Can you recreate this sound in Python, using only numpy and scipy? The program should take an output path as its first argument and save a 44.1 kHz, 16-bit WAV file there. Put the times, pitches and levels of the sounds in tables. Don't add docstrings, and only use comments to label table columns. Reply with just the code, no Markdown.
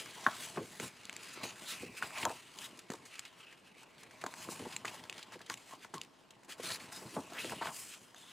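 import sys
import numpy as np
from scipy import signal
from scipy.fft import rfft, irfft, next_fast_len
from scipy.io import wavfile
from scipy.ndimage import uniform_filter1d

SR = 44100
rng = np.random.default_rng(int(sys.argv[2]) if len(sys.argv) > 2 else 0)


def put_to_file(sound):
    columns = np.atleast_2d(sound).T
    safe = np.clip(columns, -1, 1)
    whole_steps = np.round(safe * 32767)
    wavfile.write(sys.argv[1], SR, whole_steps.astype(np.int16))


def boost(x):
    u = np.asarray(x, float) / 20
    return 10 ** u


N = 366912

# time_s, level_db
TOUCH = [(0, -85), (0.6, -74), (1.06, -66.5), (1.6, -60), (1.9, -64.5), (2.5, -65.5), (2.88, -68.5),
         (3.6, -71), (4.1, -65.5), (4.65, -57), (4.83, -61), (5.1, -63), (5.6, -67), (6.1, -70),
         (6.47, -72.5), (6.85, -58.5), (7.3, -62), (8.13, -68)]
TOUCH_GLOSS_DB, TOUCH_FLEX_DB, TOUCH_BULK_DB = -8, -1.5, -1.5
# peak_s, slide_db, gloss_db, rise_s
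DRAGS = [(1.506, -49.5, -61, 0.45), (1.981, -52.5, -53.5, 0.024), (2.232, -48, -49, 0.14),
         (2.654, -50, -50, 0.075), (2.801, -61.5, -68, 0.095), (3.684, -64, -71, 0.1),
         (4.028, -63, -68, 0.03), (4.741, -53, -55, 0.1), (5.733, -57, -60, 0.14),
         (6.029, -64, -72.5, 0.057), (7.519, -50, -51, 0.18), (7.675, -54, -59, 0.082),
         (7.949, -56.5, -69, 0.27)]
# peak_s, slide_db, gloss_db, fall_s
FLICKS = [(0.0, -46.5, -48, 0.044), (0.062, -53, -74, 0.059), (0.272, -65, -84, 0.17),
          (0.569, -52, -61, 0.016), (1.44, -45, -48, 0.047), (2.028, -43, -51.5, 0.039),
          (2.29, -55.5, -56.5, 0.18), (2.911, -58, -59, 0.07), (4.505, -57, -49.5, 0.096),
          (4.865, -50, -54.5, 0.12), (4.943, -54, -54, 0.016), (5.5, -59, -59.5, 0.096),
          (5.949, -50.5, -55, 0.025), (6.645, -45.5, -52, 0.03), (6.925, -57.5, -51.5, 0.16),
          (7.396, -49, -52.5, 0.23), (8.163, -63, -62.5, 0.36)]
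# peak_s, slide_db, gloss_db, rise_and_fall_s
SWEEPS = [(1.925, -58, -62, 0.013), (2.07, -58, -54, .02), (2.36, -57, -59, .04), (2.47, -71, -66, .015),
          (4.95, -58, -62, 0.024), (0.17, -57, -60, 0.58), (0.36, -52.5, -57.5, 0.42),
          (0.428, -49.5, -48, 0.078), (0.74, -62.5, -58.5, 0.18), (7.99, -75, -84, 0.033),
          (3.39, -70, -62.5, 0.024), (4.01, -73, -65, .02), (1.275, -70, -60.5, 0.098),
          (1.71, -50, -50.5, 0.13), (2.178, -46.5, -64, 0.042), (3.16, -56.5, -64, 0.15),
          (4.426, -55.5, -54.5, 0.12), (4.426, -50.5, -51.5, 0.023), (1.232, -62, -54, 0.016),
          (1.291, -62, -58, 0.012), (1.34, -56, -51.5, 0.019), (5.186, -57, -66, 0.053),
          (5.338, -49, -58, 0.025), (5.471, -54.5, -69, 0.0081), (5.839, -55, -61.5, 0.034),
          (6.522, -44.5, -51, 0.017), (7.151, -61, -56, 0.12), (7.81, -64, -48.5, 0.15),
          (8.32, -59, -64, 0.13)]
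# start_s, end_s, slide_db, gloss_db
SWISHES = [(1.68, 1.722, -51, -50), (1.808, 1.826, -66, -58), (0.407, 0.45, -60, -60),
           (0.472, 0.503, -58, -58), (0.562, 0.578, -54, -63), (0.805, 0.88, -52, -50.5),
           (3.373, 3.448, -61, -71.5), (3.466, 3.525, -63, -75), (3.778, 3.826, -62, -68),
           (6.497, 6.535, -53.5, -56), (6.582, 6.614, -61, -63), (6.634, 6.762, -47, -47.5),
           (6.797, 6.86, -57.5, -60.5), (7.618, 7.692, -49, -60), (5.51, 5.535, -56, -56)]
# peak_s, flex_db, bulk_db, fall_s
JOLTS = [(0.269, -42, -68, 0.046), (0.587, -46, -39, 0.025), (0.827, -51, -47, 0.039),
         (2.038, -48, -47.5, 0.037), (2.585, -59, -60, 0.21), (2.95, -64, -61, 0.088),
         (4.256, -51, -57.5, 0.12), (4.482, -66, -62, 0.027), (4.85, -55.5, -56, 0.3),
         (5.505, -60, -56.5, 0.043), (5.953, -57.5, -54.5, 0.076), (7.017, -60, -54.5, 0.22),
         (7.168, -48, -49, 0.047), (7.441, -73, -55, 0.23), (7.628, -43.5, -60, 0.072)]
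# peak_s, flex_db, bulk_db, rise_and_fall_s
BOWS = [(0.0, -73, -60, 0.19), (0.38, -56, -58, 0.43), (1.448, -47.5, -72, 0.048), (1.853, -79, -54, 0.095),
        (2.18, -45.5, -57, 0.059), (2.265, -43.5, -43.5, 0.05), (4.18, -60.5, -66, 0.052),
        (4.4, -61.5, -78, 0.17), (4.627, -59, -50, 0.045), (6.69, -51.5, -51.5, 0.14),
        (6.929, -51.5, -56, 0.018), (7.331, -50.5, -54.5, 0.048), (7.515, -53, -48.5, 0.053)]
# peak_s, flex_db, bulk_db, rise_s
PRESSES = [
    (0.635, -57, -52, .05),
    (0.865, -56, -52.5, 0.13),
    (5.744, -54.5, -58, 0.046),
    (7.69, -40, -47.5, 0.04),
]
SPAN_DB = 12
START_S, STOP_S, JOLT_S, SETTLE_S, SWISH_EDGE_S = 0.011, 0.032, 0.014, 0.02, 0.011

# time_s, resonance_hz, strength_db
WEDGE = [(0, 3200, -9), (0.44, 3450, -9.5), (0.56, 2300, -15), (1.6, 2680, -12.5), (1.69, 4100, -5.5),
         (1.74, 2500, -1.5), (2.3, 2430, -5.5), (2.65, 3320, -2.5), (2.91, 2070, -12.5), (3.3, 2970, -5),
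         (4.2, 2150, -5.5), (4.45, 2670, -9.5), (5.4, 3230, -17), (6.6, 2740, -12), (6.68, 4190, -16),
         (6.76, 4460, -3), (6.8, 2480, -12), (8.32, 3190, -5)]
# frequency_hz, density_db
SLIDE_SPECTRUM = [(710, -33), (1200, 4), (2040, 6), (2610, 4), (4130, 2), (5040, -6), (6500, -17),
                  (8450, -84)]
# frequency_hz, density_db
GLOSS_SPECTRUM = [(2350, -38), (4000, -6.5), (5100, 2), (6900, 4.5), (7310, 7), (9720, 2.5), (13400, -11.5),
                  (16000, -15.5)]
# frequency_hz, density_db
FLEX_SPECTRUM = [(350, -125), (600, 14.5), (1050, 11), (1500, -2.5), (2200, -21)]
# frequency_hz, density_db
BULK_SPECTRUM = [(30, -45.5), (60, 3), (95, 4), (300, 7.5), (550, 0.5), (900, -70)]
# time_s, level_db, ring_hz
SCRAPE = [
    (0, -90, 1100),
    (7.29, -91, 1100),
    (7.32, -55.5, 1230),
    (7.37, -44.5, 1670),
    (7.4, -44, 2570),
    (7.46, -59, 3530),
    (7.49, -90, 3700),
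]

# start_s, peak_db, ring_hz, top_db
TICKS = [(1.053, -38.5, 3000, 4.5), (1.0953, -27, 2250, -7), (1.1278, -38, 2150, 1),
         (1.1644, -34.5, 2180, 2), (2.2519, -22, 1400, 2.5), (2.2949, -34.5, 1130, -2),
         (1.798, -52, 3000, 8), (1.968, -47, 2600, 7), (4.849, -37, 1500, 0), (7.445, -32, 2000, -6),
         (7.496, -33, 1700, -8), (3.0612, -47, 1800, 2), (2.587, -40, 3220, 5.5),
         (2.9025, -33.5, 1700, 0.5), (2.936, -43, 1440, 7), (3.193, -34, 2000, 6.5),
         (4.339, -33.5, 1490, -4.5), (4.594, -43, 2190, 0), (4.764, -26, 2660, 0.5),
         (5.499, -27, 2800, 2.5), (5.5404, -29.5, 2600, -0.5), (5.8468, -39, 1300, -2),
         (5.9413, -38.5, 1250, 6.5), (6.0144, -28.5, 2900, -3.5), (7.3337, -44, 3000, 6),
         (8.1453, -43.5, 1300, -2.5)]
# start_s, peak_db, ring_hz, top_db, t60_s
MORE_TICKS = [(0.5615, -39, 1500, -14, 0.012), (0.7986, -28.5, 1980, -5.5, 0.022),
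              (1.4326, -33.5, 2900, -5, 0.015), (2.0244, -20.5, 1310, -16.5, 0.026),
              (2.1057, -36, 1540, -12, 0.014), (2.1822, -34, 2450, -2, 0.02), (2.2298, -25, 2420, -22, 0.036),
              (2.918, -40.5, 1670, 0.5, 0.02), (4.2389, -28, 1210, -8.5, 0.018),
              (4.2635, -28, 1230, -6.5, 0.018), (.2655, -29, 2920, -20, .02), (4.8529, -28, 1850, -7, 0.025),
              (4.8793, -32, 2750, -9, 0.049), (5.0966, -28, 2470, -6, 0.012), (5.1263, -32, 2350, -7, 0.0094),
              (5.2277, -34.5, 3400, -5.5, 0.024), (5.5735, -44, 2300, -1, 0.026), (5.981, -36, 3830, -7, 0.0069),
              (6.7194, -27.5, 4100, -22, 0.021), (7.671, -28.5, 1500, -15, 0.032)]
TICK_T60_S = 0.0082
ECHO_S, ECHO_DB = 0.00027, -5
# start_s, peak_db, ring_hz, thump_db, t60_s
KNOCK = (.2645, -11, 1330, -21, .05)
# frequency_hz, level_db
KNOCK_MODES = [(985, -15), (1690, -15)]
KNOCK_EDGE_HZ = 1800
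# start_s, peak_db, ring_hz, thump_db, t60_s
POPS = [(0.572, -29.5, 800, -1, 0.07), (0.799, -39, 978, 2, 0.011), (1.372, -47.5, 1050, 3, 0.034),
        (1.432, -45.5, 653, 7.5, 0.079), (1.827, -51, 680, 13, 0.04), (2.254, -25, 706, -22, 0.089),
        (2.301, -32.5, 690, -27, 0.082), (2.9, -33.5, 695, 3.5, 0.013), (2.916, -40, 900, 0.5, 0.035),
        (2.937, -40, 805, -1, 0.043), (4.473, -44.5, 500, -1, 0.055), (5.354, -50.5, 404, 7, 0.029),
        (0.817, -50, 500, 0, 0.024), (4.619, -45, 500, 4.5, 0.052), (4.487, -34.5, 940, 1.5, 0.02),
        (4.594, -50, 689, 6, 0.082), (4.655, -34, 690, -1, 0.055), (4.847, -30, 800, -34, 0.033),
        (5.405, -44, 1090, -6, 0.04), (5.498, -32.5, 1220, -16, 0.045), (5.848, -42, 1090, -10, 0.034),
        (5.938, -34.5, 930, -9.5, 0.03), (6.596, -45, 503, 8.5, 0.022), (7.013, -47.5, 700, 0, 0.062),
        (7.077, -47, 1000, -5, 0.034), (7.165, -29.5, 770, -2.5, 0.082), (7.445, -42, 500, 6.5, 0.05),
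        (7.52, -32.5, 774, -34, 0.078), (7.611, -29, 780, -12, 0.068), (7.656, -30.5, 930, -14.5, 0.044),
        (4.2383, -29.5, 790, -5.5, 0.016), (4.2632, -33.5, 760, -7.5, 0.021),
        (0.5755, -37, 1490, -20, 0.022)]
THUMP_HZ = 304
# start_s, peak_db, ring_hz, top_db, t60_s
SCUFFS = [(0.0577, -41.5, 1420, -2, .03), (2.773, -53, 1500, 3, 0.035), (2.79, -44.5, 1980, 5, 0.031),
          (2.952, -49, 1540, -1, 0.026), (3.052, -54.5, 2000, 8.5, 0.19), (3.1528, -44, 2600, -3, 0.058),
          (3.201, -51, 2020, 2, .015), (3.2505, -40, 2440, -6.5, 0.07), (3.525, -45, 1840, -8.5, 0.078),
          (3.8307, -48, 1300, -0.5, 0.024), (3.9804, -49, 2630, -8, .03), (4.0327, -47.5, 1600, 2, 0.025),
          (4.1083, -48.5, 1570, -4, 0.049), (4.2132, -41, 2030, -2, 0.071), (4.724, -40, 2700, -13, .07),
          (4.508, -48, 2500, 8, .05), (5.038, -42, 3000, -1, 0.011), (5.052, -55, 1500, 1, .03),
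          (5.179, -40.5, 2860, -4, 0.027), (5.191, -43.5, 1190, -1, 0.029), (5.321, -43, 1180, -6, .03),
          (5.391, -50, 2500, -2, .03), (5.4138, -46, 2710, -2, 0.031), (5.462, -49, 3000, 0, 0.032),
          (5.477, -51, 1300, -13, 0.011), (6.034, -46.5, 3000, -1, 0.025), (6.047, -50, 2500, -3, .02),
          (6.306, -48, 2800, 0.5, 0.034), (6.432, -52.5, 1500, -4, 0.036), (1.033, -47, 1980, -5, .02),
          (1.138, -48, 2660, 2, 0.01), (6.4462, -55, 2430, 3, 0.052), (6.491, -52, 2700, -2, 0.046),
          (6.703, -33, 2500, -5, 0.047), (6.744, -36, 4200, -12, .03), (6.7992, -44, 1890, -16, 0.066),
          (6.9203, -46, 1200, -8, 0.039), (7.384, -34.5, 2490, -18, 0.06), (7.58, -47, 2690, -15, 0.049),
          (7.62, -29.5, 1090, -19, .07), (7.689, -40, 1200, -10, 0.046)]
SCUFF_RISE_S = 0.00076
# start_s, end_s,
# level_db, pitch_hz, width_hz
POCKETS = [(6.66, 6.76, -52, 4180, 260), (6.69, 6.72, -52, 1800, 150), (6.92, 7.0, -57, 5170, 580),
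           (6.93, 6.98, -58, 3650, 320), (1.66, 1.75, -52, 3600, 1300), (1.85, 1.92, -61, 2600, 400),
           (1.44, 1.51, -55, 6500, 900), (4.38, 4.435, -60, 6500, 700), (5.5, 5.53, -52, 1070, 170),
           (5.71, 5.75, -55.5, 1070, 170), (5.94, 5.99, -51.5, 1060, 170), (7.375, 7.41, -46.5, 2600, 640),
           (4.937, 4.955, -50, 800, 600), (1.82, 1.845, -50, 360, 90), (7.13, 7.165, -54, 330, 90),
           (0.59, 0.632, -48, 386, 170), (8.16, 8.32, -65, 3500, 460), (7.41, 7.53, -54, 2800, 1000),
           (7.578, 7.61, -54, 2800, 600), (2.15, 2.21, -56, 2500, 320), (2.3, 2.32, -46, 755, 180),
           (4.415, 4.44, -55, 1900, 1400), (0.285, 0.345, -52, 1350, 800)]

# frequency_hz, t60_s
ROOM = [(100, 0.13), (1000, 0.11), (4000, 0.067), (14000, 0.063)]
# frequency_hz, side_minus_mid_db
SPREAD = [(60, -38), (150, -37), (380, -36), (950, -16), (2380, -9.5), (5980, -4.5), (15000, -3)]
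# frequency_hz, density_db
AIR_SPECTRUM = [(15, -49), (25, -19), (270, 6.5), (591, 2), (1520, -4), (2480, -12), (5000, -17),
                (16000, -49)]
AIR_DB = -69.5
LOW_CUT_HZ, TOP_HZ = 83, 15750


def strokes():
    scrape_db, scrape_hz = curves(SCRAPE)
    scrape = boost(scrape_db) * evened(resonate(rng.standard_normal(N), scrape_hz, width=320))
    z = signal.stft(rubbing() + bending() + scrape, nperseg=512, noverlap=384)[2]
    patches = rng.standard_normal(z.shape[::-1]).T
    for _ in range(2):
        patches = uniform_filter1d(patches, size=4, axis=0)
        patches = uniform_filter1d(patches, size=16, axis=1)
    z = z * boost(1.7 * evened(patches))
    return signal.istft(z, nperseg=512, noverlap=384)[1][:N]


def rubbing():
    moves = [(*row, STOP_S) for row in DRAGS]
    moves += [(*row[:3], START_S, row[3]) for row in FLICKS]
    moves += [(*row, row[3]) for row in SWEEPS]
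    moves += [(s, a, b, SWISH_EDGE_S, SWISH_EDGE_S, end - s) for s, end, a, b in SWISHES]
    slide_db, gloss_db = effort([0, TOUCH_GLOSS_DB], moves)
    grip_db = 1.3 * wander(0.006) + 1.0 * wander(0.018)
    drive = slips(per_s=1500, spread_db=2.6, share=0.7)

    wedge_hz, wedge_db = curves(WEDGE)
    hz = wedge_hz * (1 + 0.03 * wander(0.02))
    wedge = resonate(resonate(drive, hz, width=800), hz, width=800)
    desk = resonate(drive, 2700 * (1 + 0.04 * wander(0.08)), width=560)
    cavities = evened(wedge) + 0.4 * evened(desk)
    slide = evened(evened(colour(drive, SLIDE_SPECTRUM)) + boost(wedge_db) * cavities)

    sheen = resonate(drive, 6600, width=900)
    gloss = evened(evened(colour(drive, GLOSS_SPECTRUM)) + 0.13 * evened(sheen))
    sparkle = signal.sosfilt(signal.butter(2, 10000, "high", fs=SR, output="sos"), gloss)
    gloss += sparkle * (boost(0.11 * (gloss_db + 93.5)) - 1)
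    return slide * boost(slide_db + grip_db) + gloss * boost(gloss_db + grip_db)


def bending():
    moves = [(*row[:3], JOLT_S, row[3]) for row in JOLTS]
    moves += [(*row, row[3]) for row in BOWS]
    moves += [(*row, SETTLE_S) for row in PRESSES]
    flex_db, bulk_db = effort([TOUCH_FLEX_DB, TOUCH_BULK_DB], moves)
    bend = slips(per_s=200, spread_db=3, share=0.5) * boost(2.2 * wander(0.012))
    sheet_mode = evened(resonate(bend, 1010, width=110))
    flex = evened(evened(colour(bend, FLEX_SPECTRUM)) + 0.5 * sheet_mode)
    bulk = evened(colour(bend, BULK_SPECTRUM))
    return flex * boost(flex_db) + bulk * boost(bulk_db)


def slips(per_s, spread_db, share):
    size = boost(spread_db * np.minimum(rng.exponential(1, N), 5))
    size = size * (rng.random(N) < per_s / SR)
    hiss, sign = rng.standard_normal((2, N))
    return evened(hiss + share * evened(size * np.sign(sign)))


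def effort(rest_db, moves):
    t = np.arange(0, N, 32) / SR
    touch_db = np.interp(t, *np.transpose(TOUCH))
    power = boost(2 * (touch_db + np.array(rest_db)[:, None]))
    for s, a_db, b_db, rise, fall, *hold in moves:
        before = (s - t) / max(rise, 0.004)
        after = (t - s - sum(hold)) / max(fall, 0.004)
        away = np.maximum(np.maximum(before, after), 0)
        power = power + boost(2 * (np.array([[a_db], [b_db]]) - SPAN_DB * away))
    return [np.interp(np.arange(N) / SR, t, 10 * np.log10(p)) for p in power]


def ticks():
    edges = sorted(MORE_TICKS + [(*row, TICK_T60_S) for row in TICKS])
    out, noise = np.zeros(N), rng.standard_normal((len(edges), 2, 3000))
    for (s, db, hz, top_db, t60), (a, b) in zip(edges, noise):
        ring = burst(a, hz, 0.75 * hz + 300, t60, rise=0.0007, jerk=1.6)
        top = burst(b, 5800, 6200, 1.1 * t60, rise=0.0005, jerk=0.7)
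        top = top + boost(ECHO_DB) * np.roll(top, round(ECHO_S * SR))
        add(out, s + 0.0003, boost(db) * (ring + boost(top_db - 1.5) * top))
    return out


def knock():
    s, db, hz, thump_db, t60 = KNOCK
    out, (a, b) = np.zeros(N), rng.standard_normal((2, 8000))
    swings = burst(a, hz, 1180, t60, rise=0.002, jerk=3.2)
    swings = signal.sosfilt(signal.butter(8, KNOCK_EDGE_HZ, fs=SR, output="sos"), swings)
    swings = swings / abs(swings).max()
    for mode_hz, mode_db in KNOCK_MODES:
        swings = swings + boost(mode_db) * burst(a, mode_hz, 200, 1.17 * t60, rise=0.0015, jerk=1.4)
    thump = burst(b, 232, 250, 1.0 * t60, rise=0.012)
    add(out, s, boost(db) * (swings + boost(thump_db) * thump))
    return out


def pops():
    out, noise = np.zeros(N), rng.standard_normal((len(POPS), 2, 8000))
    for (s, db, hz, thump_db, t60), (a, b) in zip(POPS, noise):
        wobble = burst(a, hz, 1.07 * hz, t60, rise=0.00021, jerk=1.0)
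        thump = burst(b, THUMP_HZ, 1.2 * THUMP_HZ, 1.4 * t60, rise=0.001)
        add(out, s + 0.00101, boost(db) * (wobble + boost(thump_db) * thump))
    return out


def scuffs():
    out, noise = np.zeros(N), rng.standard_normal((len(SCUFFS), 2, 4000))
    for (s, db, hz, top_db, t60), (a, b) in zip(SCUFFS, noise):
        ring = burst(a, hz, 1.0 * hz + 400, t60, rise=SCUFF_RISE_S)
        top = burst(b, 6200, 7700, t60, rise=SCUFF_RISE_S)
        add(out, s, boost(db) * (ring + boost(top_db) * top))
    return out


def pockets():
    out, noise = np.zeros(N), rng.standard_normal((len(POCKETS), 9000))
    for (start, end, db, hz, width), air in zip(POCKETS, noise):
        size = max(round((end - start) * SR), 200) + 600
        ring = evened(resonate(resonate(air, hz, width), hz, width))[:size]
        edges = signal.windows.tukey(len(ring), min(1200 / len(ring), 1))
        add(out, max(start - 300 / SR, 0), boost(db) * ring * edges)
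    return out


def burst(noise, hz, width, t60, rise, jerk=0):
    t = np.arange(len(noise)) / SR
    wake = noise * boost(-60 * t / max(t60, 0.003)) * (1 - np.exp(-t / rise))
    wake[0] = -jerk * np.sqrt(SR / width)
    ring = wake
    for _ in range(3):
        ring = resonate(ring, hz, width)
    return ring / abs(ring).max()


def resonate(x, hz, width):
    turn = np.exp(2j * np.pi * np.cumsum(hz * np.ones(len(x))) / SR)
    r = np.exp(-np.pi * width / SR)
    return 2 * (turn * signal.lfilter([1 - r], [1, -r], x / turn)).real


def colour(x, points):
    size = next_fast_len(x.shape[-1])
    f, db = np.transpose(points)
    hz = np.fft.rfftfreq(size, 1 / SR)
    gain = boost(np.interp(np.log(hz + 1), np.log(f + 1), db))
    return irfft(rfft(x, size) * gain, size)[..., :x.shape[-1]]


def wander(seconds):
    size = max(int(seconds * SR), 2)
    return evened(uniform_filter1d(uniform_filter1d(rng.standard_normal(N), size), size))


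def curves(rows):
    s, *columns = np.transpose(rows)
    return [np.interp(np.arange(N) / SR, s, c) for c in columns]


def evened(x):
    return x / np.sqrt(np.mean(x ** 2) + 1e-20)


def add(mix, s, sound):
    part = mix[round(s * SR):][:len(sound)]
    part += sound[:len(part)]


def tail():
    taps = np.zeros(SR // 2)
    at = np.arange(120, len(taps) - 20, 20) + rng.integers(0, 20, (len(taps) - 121) // 20)
    taps[at] = rng.choice([-1., 1.], len(at))
    hz, t, z = signal.stft(taps, SR, nperseg=256)
    f, t60 = np.transpose(ROOM)
    z = z * boost(-60 * t / np.interp(hz, f, t60)[:, None])
    echo = signal.istft(z, SR, nperseg=256)[1]
    return echo / np.linalg.norm(echo)


def scene():
    book = strokes() + ticks() + scuffs() + pockets() + pops() + knock()
    air = colour(rng.standard_normal((2, N)), AIR_SPECTRUM)
    air = boost(AIR_DB) * np.array([evened(v) for v in air])
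    mid = book + boost(-15.5) * signal.oaconvolve(book, tail())[:N]
    housing = evened(rng.standard_normal(48)) / np.sqrt(48)
    near = signal.oaconvolve(book, housing)[:N]
    scattered = boost(-6.5) * near + boost(-28.0) * signal.oaconvolve(book, tail())[:N]
    side = colour(scattered, SPREAD) + boost(-2.0) * air[1] + 0.0144 * mid
    return np.array([mid + side, mid - side]) + air[0]


def roll_off(x):
    return signal.sosfilt(signal.butter(12, 16430, fs=SR, output="sos"), x)


def record(dry):
    cut = signal.sosfilt(signal.butter(4, LOW_CUT_HZ, "high", fs=SR, output="sos"), dry)
    cut += boost(-103) * signal.lfilter([1], [1, -0.99], rng.standard_normal(dry.shape))
    edge = signal.firwin(255, TOP_HZ, window=("kaiser", 8), fs=SR)[None]
    mix = signal.oaconvolve(cut, edge, "same")
    return roll_off(mix)


dry = scene()
out = record(dry)
put_to_file(out)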